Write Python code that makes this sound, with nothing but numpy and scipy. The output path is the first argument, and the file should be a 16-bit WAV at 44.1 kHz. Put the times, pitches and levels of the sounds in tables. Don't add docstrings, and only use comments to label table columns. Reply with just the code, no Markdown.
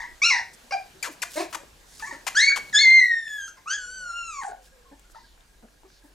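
import sys
import numpy as np
from scipy import signal
from scipy.fft import rfft, irfft, next_fast_len
from scipy.io import wavfile
from scipy.ndimage import uniform_filter1d, minimum_filter1d, map_coordinates

SR = 44100
rng = np.random.default_rng(int(sys.argv[2]) if len(sys.argv) > 2 else 0)


def gain_from_db(level_db):
    decades = np.asarray(level_db, float) / 20
    return 10 ** decades


def master(y):
    cut = np.clip(np.atleast_2d(y).T, -1, 1)
    pcm = np.round(cut * 32767)
    wavfile.write(sys.argv[1], SR, pcm.astype(np.int16))


N = 270774
T = np.arange(N) / SR

# time in seconds, pitch in Hz, effort in dB, mouth opening in dB.
YELPS = [
    [(.217, 1114, -36.5, -2.5), (.228, 1144, -45.5, 18.5), (.245, 1329, -33, 12), (.268, 1417, -30.5, 8.5),
     (.29, 1377, -42, 12.5), (.31, 1073, -34, 4), (.34, 976, -33.5, -6), (.4, 911, -40.5, -12.5)],
    [(.708, 557, -38, 2.5), (.718, 544, -47, -1.5), (.725, 808, -28.5, -5.5), (.742, 801, -28.5, -9),
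     (.757, 696, -33, -36)],
    [(2.022, 862, -45, -6), (2.045, 892, -43.5, -23), (2.07, 1122, -50.5, -1.5), (2.105, 1130, -48, -9)],
    [(2.35, 1377, -36.5, -1.5), (2.376, 1660, -14.5, -5.5), (2.388, 1738, -15, -10),
     (2.404, 1932, -22.5, 4.5), (2.428, 2116, -19.5, -6.5), (2.443, 2201, -14.5, -13),
     (2.462, 2214, -29, -10.5), (2.492, 2219, -13, -13.5), (2.512, 2205, -42.5, -6)],
]
WHINES = [
    [(2.726, 2020, -39, -8.5), (2.736, 1704, -29.5, -13.5), (2.754, 1657, -13.5, -8.5),
     (2.766, 1700, -18.5, -4.5), (2.786, 1830, -27, 2)],
    [(2.787, 2049, -24, -3), (2.82, 2227, -22.5, -0.5), (2.86, 2065, -11, -25.5), (2.89, 2084, -13, -17.5),
     (2.92, 2102, -13, -21.5), (2.955, 2097, -14.5, -16), (2.99, 2085, -11.5, -21),
     (3.006, 2040, -20, -10.5)],
    [(3.003, 2026, -17.5, -22), (3.025, 1954, -18, -19.5), (3.06, 1917, -25, -15), (3.12, 1871, -21.5, -18),
     (3.25, 1795, -40, 0), (3.3, 1704, -40.5, 3.5), (3.36, 1713, -36.5, -3.5), (3.41, 1597, -37.5, -2.5),
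     (3.478, 1588, -41, -3.5)],
]
WAILS = [
    [(3.658, 1124, -45, -32), (3.68, 1304, -34.5, -18.5), (3.71, 1535, -29.5, -7.5),
     (3.745, 1689, -29.5, -12.5), (3.785, 1570, -56.5, -11)],
    [(3.782, 1548, -40.5, -9.5), (3.85, 1434, -40.5, -10.5), (3.96, 1553, -45, -4.5),
     (4.02, 1465, -39.5, -12), (4.12, 1364, -36.5, -15), (4.16, 1405, -40, -15), (4.29, 1342, -40, -12),
     (4.348, 1162, -44, -8.5), (4.41, 1059, -32.5, -25)],
]
GROANS = [
    [(1.355, 318, -47.5, -4), (1.375, 319.5, -46.5, 3), (1.395, 320.8, -41, -1.5),
     (1.418, 326.8, -36, -10.5), (1.455, 309.4, -51, -14.5)],
    [(4.407, 1034, -49, -4), (4.425, 859.7, -43.5, -13), (4.443, 735.5, -40, -8.5),
     (4.456, 846.7, -38, -22), (4.49, 749, -37, -22.5), (4.525, 714, -47, -17)],
]
SECOND_PARTIAL_GAINS = [
    [0, 0, 0, 0, 0, 0, 0, 0],
    [0, 0, 0, 0, 0],
    [0, 0, 0, 0],
    [-5, -2.5, -9, -3.5, 3, 7.5, 5.5, 5, -1.5],
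    [9, 4, 2.5, 1.66, 1],
    [1.5, 1.8, 1.5, -1.5, 1.3, -1.5, 1.5, -1.5],
    [1.5, 1.5, -1.5, 1.5, -1.5, -1.46, 2.1, 1.4, 1.3],
    [0, 0, 0, 0, 0],
    [5, -6, 1, -3, -16, 14, 2.5, 3.5, -22],
    [7, 3, -5.5, -11, -8],
    [1.5, 1.3, 2.4, 1.5, 1.5, 1.5],
]
# nasal notch in Hz, mouth top in Hz, second partial in dB,
# its change in dB per dB of opening, roughness 0-1.
THROATS = [(2787, 5600, 13.5, 0.57, 0.08), (3540, 5250, -0.5, 1, 0.1), (3260, 7000, -5, -0.66, .22),
           (2930, 6030, 1.5, 1.16, 0.09), (2782, 6460, 11.5, 2.5, 0.09), (4670, 6250, 11, 1.14, 0.04),
           (4580, 6170, -10.5, 1.1, 0.03), (3135, 6600, 10.5, 1.1, 0.18), (2870, 7100, -12.5, -0.57, 0.05),
           (3060, 3800, 4, -0.3, 0.36), (3210, 3300, 12, 1.33, 0.3)]
# Hz, dB, Hz, dB.
CAVITIES = [(5660, 3.5, 4060, 4), (2360, 6.5, 5500, 0.5), (2680, 9, 4500, -3), (5000, -1, 11000, -14),
            (5000, 0, 6800, 6), (6400, -6, 8400, -2), (5700, -0.5, 7320, -6.5), (4760, -0.5, 6200, 3),
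            (4200, -0.5, 8100, -3), (980, 9, 4500, 0), (2340, -12, 3500, 14)]
# start in seconds, length in seconds, first
# pitch in Hz, last pitch in Hz, effort in dB.
YIPS = [(0, 0.067, 946.5, 952, -46), (0.308, .135, 881, 725, -41), (2.09, 0.029, 370, 397, -54.5),
        (2.123, .05, 302.7, 281.6, -47), (2.513, 0.041, 2246, 2256, -31), (2.108, 0.034, 955, 874, -39),
        (2.495, 0.06, 1656, 1592, -30.5), (3.477, 0.023, 1406, 1407, -39.5), (3.568, 0.032, 1154, 890, -56),
        (4.487, 0.038, 481.5, 333, -50), (5.146, 0.024, 600, 640, -69), (5.155, 0.046, 908.5, 984, -51.5)]
# left minus right in dB, mouth opening in dB, second partial in dB, roughness 0-1.
YIP_THROATS = [(2.5, -15, 7.5, 0.6), (2, -22.5, -2, 0.3), (2.5, -15, -8, 0), (1, -11, -4.5, 0.6),
               (-0.5, -28.5, -10.5, 0.1), (-0.5, -22.5, 3.5, 0.3), (2.5, -33.5, -28, 0.4),
               (0, -22, -10, 0.49), (1, -18.5, -5.5, 1), (0, -16, -9, 0.3), (4, -2.5, 7, 0.9),
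               (3.5, -20, -9, 0.39)]
# frequency in Hz, level in dB.
MOUTH = [(300, -22), (1000, -11), (2400, -3.5), (4400, -2.5), (5700, -2.5), (7000, 2), (9400, 10),
         (11700, 4.5), (16000, -10)]
# start in seconds, length in seconds, first slip rate in Hz, last rate in Hz, level in dB.
SQUEAKS = [(1.0266, .012, 2510, 2112, -27), (1.039, .05, 1973, 811, -34), (1.219, 0.022, 2890, 1009, -26.5),
           (1.527, 0.019, 1365, 892, -39.5), (1.546, 0.014, 1480, 744.5, -34),
           (1.998, 0.041, 1198, 1292, -48.5), (2.2659, .011, 906, 980, -29.5),
           (2.274, 0.017, 2596, 881, -28.5), (2.559, 0.032, 1244, 502.4, -32.5)]
# skin tone in dB, added unevenness 0-1.
GRIPS = [(-3, 0), (0, 0.5), (-4.5, .05), (-2, 0.07), (1.5, .2), (-2.5, 0), (-9.5, .3), (-23, 0.4), (-9, .5)]
# frequency in Hz, level in dB.
PAD = [(200, -14.5), (900, 7.5), (2500, 2), (4500, -4.5), (7000, -1), (9500, -9.5), (13000, -13),
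       (16000, -32.5)]
# start in seconds,
# peak in dB, ring in Hz.
TICKS = [(1.0492, -25, 6400), (1.075, -20, 4340), (1.183, -38, 1450), (1.378, -28, 4270), (1.55, -35, 4860),
         (1.635, -19, 520), (1.997, -16.5, 5000), (2.027, -37, 2180), (2.348, -13, 1830), (2.412, -19, 900),
         (2.696, -24.5, 4200), (2.699, -26, 1000), (2.73, -18, 1900), (2.784, -20.5, 775),
         (2.808, -20, 2800), (2.827, -18.5, 600), (2.846, -23.5, 690), (2.862, -26.5, 600),
         (2.872, -24.5, 900), (2.893, -29, 2900), (2.904, -29, 2900), (3.279, -22, 2600), (3.41, -29, 3800),
         (3.66, -28, 900), (4.4345, -9, 1600), (4.9952, -30, 7500), (5.099, -32.5, 1485), (5.1, -42, 5450),
         (5.263, -36.5, 1700), (5.378, -37.5, 1590), (5.685, -34.5, 1636), (5.742, -40, 1610),
         (5.902, -32, 1590), (5.4077, -34, 3670), (5.626, -34.5, 906), (5.834, -27.5, 900)]
# start in seconds, peak in dB,
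# pitch in Hz, overtones in dB.
GRUNTS = [(0.63, -46.5, 264, -22), (0.946, -43, 378, -30), (1.062, -32, 560, -9), (1.084, -33, 298.5, -38),
          (1.545, -40.5, 330, 1.5), (2.572, -39.5, 450, -12.5), (2.866, -47.5, 255, -0.5),
          (4.911, -38, 289, -6), (5.624, -40.5, 244, -6), (5.837, -41, 352, -11.5),
          (6.034, -41.5, 304, -11)]
# start in seconds, length in seconds, level in dB, centre in Hz, width in octaves.
RUSTLES = [(0.529, 0.029, -53, 7020, 0.53), (0.988, 0.037, -61, 4200, 0.15), (1.107, 0.038, -54, 5850, 1.2),
           (1.217, 0.055, -54, 4950, 1.4), (1.494, 0.089, -52.5, 6400, 1.9),
           (1.856, 0.3, -52.5, 5940, 0.67), (2.015, 0.28, -69, 6000, 0.36),
           (3.46, 0.048, -52.5, 6200, 0.57), (4.394, 0.13, -52, 7320, 0.27),
           (4.615, 0.08, -59.5, 5050, 0.98), (5.096, 0.037, -58.5, 7000, 0.65),
           (6.026, 0.086, -66.5, 8100, 0.87)]
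# start in seconds, length in seconds, level in dB, centre in Hz, width in octaves.
PANTS = [
    (1.293, 0.18, -42, 6400, 0.86),
    (5.122, 0.24, -63.5, 5000, 0.28),
    (5.865, 0.16, -64, 5620, 0.29),
]
# start in seconds, length in seconds, first pitch in Hz,
# last pitch in Hz, level in dB.
MOANS = [(3.65, 0.41, 495, 504, -74), (3.87, 0.24, 178, 171, -69.5), (3.977, 0.18, 668, 782, -71),
         (3.996, 0.22, 551, 580, -66.5), (4.56, 0.12, 559, 505, -67), (4.72, 0.21, 533, 468, -65.5),
         (1.233, 0.034, 610, 680, -50.5), (1.384, 0.065, 433, 406, -50.5), (1.577, 0.068, 559, 562, -59.5),
         (4.853, 0.063, 1077, 1060, -65), (5.039, 0.032, 1414, 1415, -68)]
# frequency in Hz, time to fall 60 dB in seconds.
WALLS = [(200, 0.26), (800, 0.27), (2000, 0.32), (5000, 0.28), (12000, 0.28)]
# time in seconds, far engine in dB, hiss in dB.
FLOOR = [(0, -61.5, -64.5), (1.55, -68, -63), (1.75, -60, -66), (2.702, -62.5, -58.5), (2.851, -64.5, -74),
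         (3.548, -68, -70.5), (3.75, -61, -69.5), (6.14, -62.5, -73)]
# frequency in Hz, level in dB per Hz.
RUMBLE = [(11, -34.5), (18, -4), (49, -8), (62, -7.5), (68, -14.5), (70, -29), (110, -31.5), (140, -55.5),
          (240, -120)]
# frequency in Hz, level in dB per Hz.
HISS = [(41, -32.5), (70, -8.5), (103, -12.5), (487, -13.5), (1060, -16.5), (1180, -19), (1630, -15),
        (2050, -19.5), (2400, -19), (4650, -21), (7020, -22.5), (15200, -32.5), (16300, -54.5)]
# frequency in Hz, left-right likeness.
ALIKE = [(60, 1), (290, 0.64), (900, 0.14), (3100, 0.3), (8000, 0.87), (15000, 0.66)]
# frequency in Hz, radians by which left leads.
PORTS = [(60, -0.081), (300, 0.34), (700, 1.2), (1100, 0.9), (2200, 0.49), (4600, 0.36), (6500, 0.45),
         (9000, -0.025), (13000, 1.2)]


def unit(x):
    return x / np.sqrt(np.mean(x ** 2) + 1e-20)


def along(points, hz):
    f, v = np.transpose(points)
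    return np.interp(np.log(np.abs(hz) + 1), np.log(f + 1), v)


def bump(hz, centre_hz, octaves):
    return np.exp(-(np.log2(hz / centre_hz) / octaves) ** 2)


def wobble(n, rate):
    return map_coordinates(rng.standard_normal(int(n * rate / SR) + 4), [np.arange(n) * rate / SR])


def turning(hz):
    return 2 * np.pi * np.cumsum(hz) / SR


def filtered(x, response):
    m = next_fast_len(N + 8192)
    return irfft(rfft(x, m) * response(np.fft.rfftfreq(m, 1 / SR)), m)[..., :N]


def unpack(rows, fade):
    s, *cols = np.transpose(rows)
    i = max(round(s[0] * SR), 0)
    t = T[i:round(s[-1] * SR)]
    edge = np.clip(np.minimum(t - s[0], s[-1] - t) / fade, 0, 1)
    return i, edge, [np.interp(t, s, c) for c in cols]


def sides(pan_db):
    return gain_from_db(np.array([[pan_db / 2], [-pan_db / 2]]))


def calls():
    near_pan_db = 1
    shaped = zip(YELPS + WHINES + WAILS + GROANS, SECOND_PARTIAL_GAINS, THROATS, CAVITIES)
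    out = [(np.column_stack([curve, gain]), near_pan_db, throat, cavities)
           for curve, gain, throat, cavities in shaped]
    for (s, length, first, last, db), (pan_db, open_db, second_db, rough) in zip(YIPS, YIP_THROATS):
        curve = []
        for u, loss_db in [(0, -1.5), (0.33, 0), (1, 13.5)]:
            curve.append((s + u * length, first + u * (last - first), db - loss_db, open_db, 0))
        top_hz = np.clip(6.7 * first, 2300, 6200)
        out.append((curve, pan_db, (2700, top_hz, second_db, 0, rough), (1, 0, 1, 0)))
    return out


def roughness(hz, rough):
    taut_hz = min(np.median(hz), 1060)
    after_peak = np.arange(len(hz)) > hz.argmax()
    rough = rough + 1.66 * np.maximum(1 - hz / taut_hz, 0) * after_peak
    return np.clip(rough * np.maximum(550 / hz, 1), 0, 1)


def upper_partials(hz, phase, bright_db, rough, throat, cavities):
    notch_hz, top_hz = throat[:2]
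    low_hz, low_db, high_hz, high_db = cavities
    n, out = len(hz), 0
    sinus_db = np.minimum(bright_db, -40.5) - 25
    for k in range(3, 16):
        db = bright_db + along(MOUTH, k * hz) - 66 * np.log2(np.maximum(k * hz / top_hz, 1))
        db -= 24 * bump(k * hz, notch_hz, 0.29)
        db += low_db * bump(k * hz, low_hz, 0.11) + high_db * bump(k * hz, high_hz, 0.11)
        sway = gain_from_db((1 + 0.44 * k) * np.clip(wobble(n, 22.13), -2, 1))
        sway = sway + 3.3 * rough * wobble(n, .35 * hz.mean())
        sinus = (hz.mean() > 1662) * gain_from_db(sinus_db) * bump(k * hz, 11420, 0.1)
        trailing = np.cos(k * (phase - k * 0.12))
        out = out + (gain_from_db(db) + sinus) * sway * trailing * (k * hz < SR / 2)
    return out


def puppies():
    out, air = np.zeros((2, N)), np.zeros((2, N))
    for call, pan_db, throat, cavities in calls():
        notch_hz, _, second_db, follows, rough = throat
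        i, edge, cols = unpack(call, fade=.003)
        n = len(edge)
        glide = max(150, round(0.06 * n))
        hz, first_db, open_db, gain_db = uniform_filter1d(cols, size=glide, mode="nearest")
        bright_db = first_db + open_db
        second_db = first_db + second_db + gain_db + follows * open_db
        second_db -= 10.5 * bump(2 * hz, notch_hz, 0.13)
        rough = roughness(hz, rough)
        unsteady = .35 * hz.mean()
        drift = (0.0022 + 0.017 * rough) * wobble(n, 70)
        jitter = 0.1084 * rough * wobble(n, unsteady)
        phase = turning(hz * (1 + drift + jitter))
        voice = -gain_from_db(first_db) * np.cos(phase) - gain_from_db(second_db) * np.cos(2 * phase - 4 * 0.12)
        voice *= 1 + 0.85 * rough * wobble(n, unsteady)
        voice *= gain_from_db(19 * np.minimum(rough, .25) * wobble(n, 95))
        voice -= upper_partials(hz, phase, bright_db, rough, throat, cavities)
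        out[:, i:i + n] += sides(pan_db) * np.sqrt(2) * edge * voice
        puffs = (1 + np.sin(phase)) * rng.standard_normal(n)
        air[:, i:i + n] += sides(pan_db) * edge * rough * gain_from_db(bright_db + 14) * puffs

    def breath(f):
        notch = np.abs(1 - .8 * np.exp(-((f - 3300) / 400) ** 2))
        return gain_from_db(along(MOUTH, f)) * (f > 400) / (1 + (f / 6500) ** 6) * notch

    return filtered(out, lambda f: 1 / (1 + (270 / (f + 1)) ** 8)) + filtered(air, breath)


def pads():
    slips, tone = np.zeros(N), np.zeros(N)
    for (s, length, first, last, db), (tone_db, loose) in zip(SQUEAKS, GRIPS):
        i, edge, (t,) = unpack([(s, 0), (s + length, length)], fade=0.00071)
        n = len(t)
        hz = first * (last / first) ** (t / length) ** 1.25
        db = db - 19 * (t / .08) ** 1.2 - 8 * (t / length) ** 6
        uneven = .7 * np.clip(2 * (1 - hz / 2400) + 0.19 + loose, .1, 1)
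        cycles = np.cumsum(hz * gain_from_db(2.5 * uneven * wobble(n, 1600))) / SR
        click = np.diff(np.floor(cycles), prepend=0) * np.sqrt(SR / hz)
        click = click * gain_from_db(3 * uneven * rng.standard_normal(n))
        grit = 0.5 * uneven * rng.standard_normal(n)
        slips[i:i + n] += edge * gain_from_db(db) * (click + grit)
        skin = np.sin(turning(hz * gain_from_db(0.29 * uneven * wobble(n, 400))))
        tone[i:i + n] += edge * gain_from_db(db + tone_db) * skin
    return filtered(slips, lambda f: 1j * gain_from_db(along(PAD, f) + 6.5) / (1 + (300 / (f + 1)) ** 4)) + tone


def claws():
    out, t = np.zeros(N + SR), np.arange(600) / SR
    for s, db, hz in TICKS:
        ring = np.sin(2 * np.pi * hz * t)
        crack = uniform_filter1d(rng.standard_normal(len(t)), size=max(1, int(SR / hz / 4)))
        out[round(s * SR):][:len(t)] += gain_from_db(db - 11.5 - 60 * t / 0.013) * (0.54 * ring + 0.35 * crack)
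    return out[:N]


def grunts():
    out, length = np.zeros(N + SR), .04
    for s, db, hz, over_db in GRUNTS:
        t = np.arange(round(length * SR)) / SR
        phase = turning(hz * (1 + 0.11 * wobble(len(t), 253)))
        overtones = np.sin(3 * phase) + 1.1 * np.sin(2 * phase) + 0.49 * np.sin(6 * phase)
        tone = np.sin(phase) + gain_from_db(over_db) * overtones
        out[round(s * SR):][:len(t)] += gain_from_db(db - 14.5) * np.sin(np.pi * (t / length) ** 0.9) * tone
    return out[:N]


def grainy_bands(rows, sag):
    grains = rng.standard_normal((2, N)) * gain_from_db(2.39 * wobble(N, 590))
    grains[1] = 0.947 * grains[0] + 0.69 * grains[1]
    hz, t, z = signal.stft(grains, SR, nperseg=256)
    power = np.zeros(z.shape[1:])
    for s, length, db, first_hz, width in rows:
        u = np.clip((t - s) / length, 0, 1)
        band = bump(hz[:, None] + 1, first_hz * (1 - sag * u), width)
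        power += gain_from_db(2 * db) * np.sin(np.pi * u) ** 1.5 * band / band.mean(0)
    return signal.istft(z * np.sqrt(power), SR, nperseg=256)[1][:, :N]


def shavings():
    return grainy_bands(RUSTLES, sag=0)


def pants():
    return grainy_bands(PANTS, sag=0.3)


def far_dog():
    out = np.zeros(N + SR)
    for s, length, first, last, db in MOANS:
        u = np.linspace(0, 1, round(length * SR))
        n = len(u)
        hz = (first + (last - first) * np.sin(np.pi * u / 2)) * (1 + 0.0233 * wobble(n, 89.7))
        swell = np.abs(np.sin(np.pi * u)) ** 0.18 * gain_from_db(db + 2.3 * wobble(n, 20.8))
        out[round(s * SR):][:n] += swell * np.sin(turning(hz))
    return out[:N]


def pen(x):
    noise = rng.standard_normal((2, SR * 3 // 4))
    noise[1] = 0.74 * noise[0] + 0.36 * noise[1]
    hz, t, z = signal.stft(noise, SR, nperseg=256)
    tail = signal.istft(z * gain_from_db(-60 * t / along(WALLS, hz)[:, None]), SR, nperseg=256)[1]
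    late = np.pad(x, (400, 0))[None]
    return signal.fftconvolve(late, tail / np.linalg.norm(tail[0]), axes=1)[:, :N]


def rush(spectrum, alike, patchy_db):
    z = signal.stft(rng.standard_normal((2, N)), nperseg=512)[2]
    field = uniform_filter1d(rng.standard_normal(z.shape[1:]), size=6, axis=0)
    field = uniform_filter1d(field, size=12, axis=1)
    pair = signal.istft(z * gain_from_db(patchy_db * unit(field)), nperseg=512)[1][:, :N]

    def spread(hz):
        turn = np.arccos(np.clip(along(alike, hz), -1, 1)) / 2
        return gain_from_db(along(spectrum, hz)) * [np.cos(turn), np.sin(turn)]

    mid, side = filtered(pair, spread)
    return unit(np.array([mid + side, mid - side]))


def background():
    s, rumble_db, hiss_db = np.transpose(FLOOR)
    engine = gain_from_db(2.1 * wobble(N, 6.4)) * np.sin(turning(44 + 4.1 * wobble(N, 17)))
    traffic = rush(RUMBLE, [(30, 0.86), (90, .3)], patchy_db=3.5)
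    rumble = gain_from_db(np.interp(T, s, rumble_db)) * (1.3 * engine + 0.81 * traffic)
    hiss_gain = gain_from_db(-59.5 + 0.81 * (np.interp(T, s, hiss_db) + 70.5))
    hiss = hiss_gain * rush(HISS, ALIKE, patchy_db=1.6)
    stutter = np.maximum(wobble(N, 70) - .6, 0)
    drive = gain_from_db(-61.5) * stutter * np.sin(2 * np.pi * 1630 * T)
    return rumble + hiss + drive


def scene():
    voices, paws, far = puppies(), pads() + claws(), far_dog() + grunts()
    direct = gain_from_db(1.5) * voices + sides(6) * paws + sides(0.91) * gain_from_db(6.5) * far + shavings() + pants()
    echo = pen(gain_from_db(-2.5) * voices.mean(0) + gain_from_db(-9) * paws + far)
    at_ports = filtered(direct + echo, lambda hz: np.exp(1j * along(PORTS, hz) * [[.5], [-.5]]))
    return at_ports + background()


def band_limit(x):
    return signal.sosfilt(signal.butter(12, 16470, fs=SR, output="sos"), x)


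def record(dry):
    ports = filtered(dry, lambda hz: hz < 15950)
    peaks = -minimum_filter1d(-np.abs(ports).max(0), size=300)
    reach = uniform_filter1d(peaks, size=300)
    return band_limit(ports / (1 + (reach / 0.57) ** 4) ** 0.25)


dry = scene()
out = record(dry)
master(out)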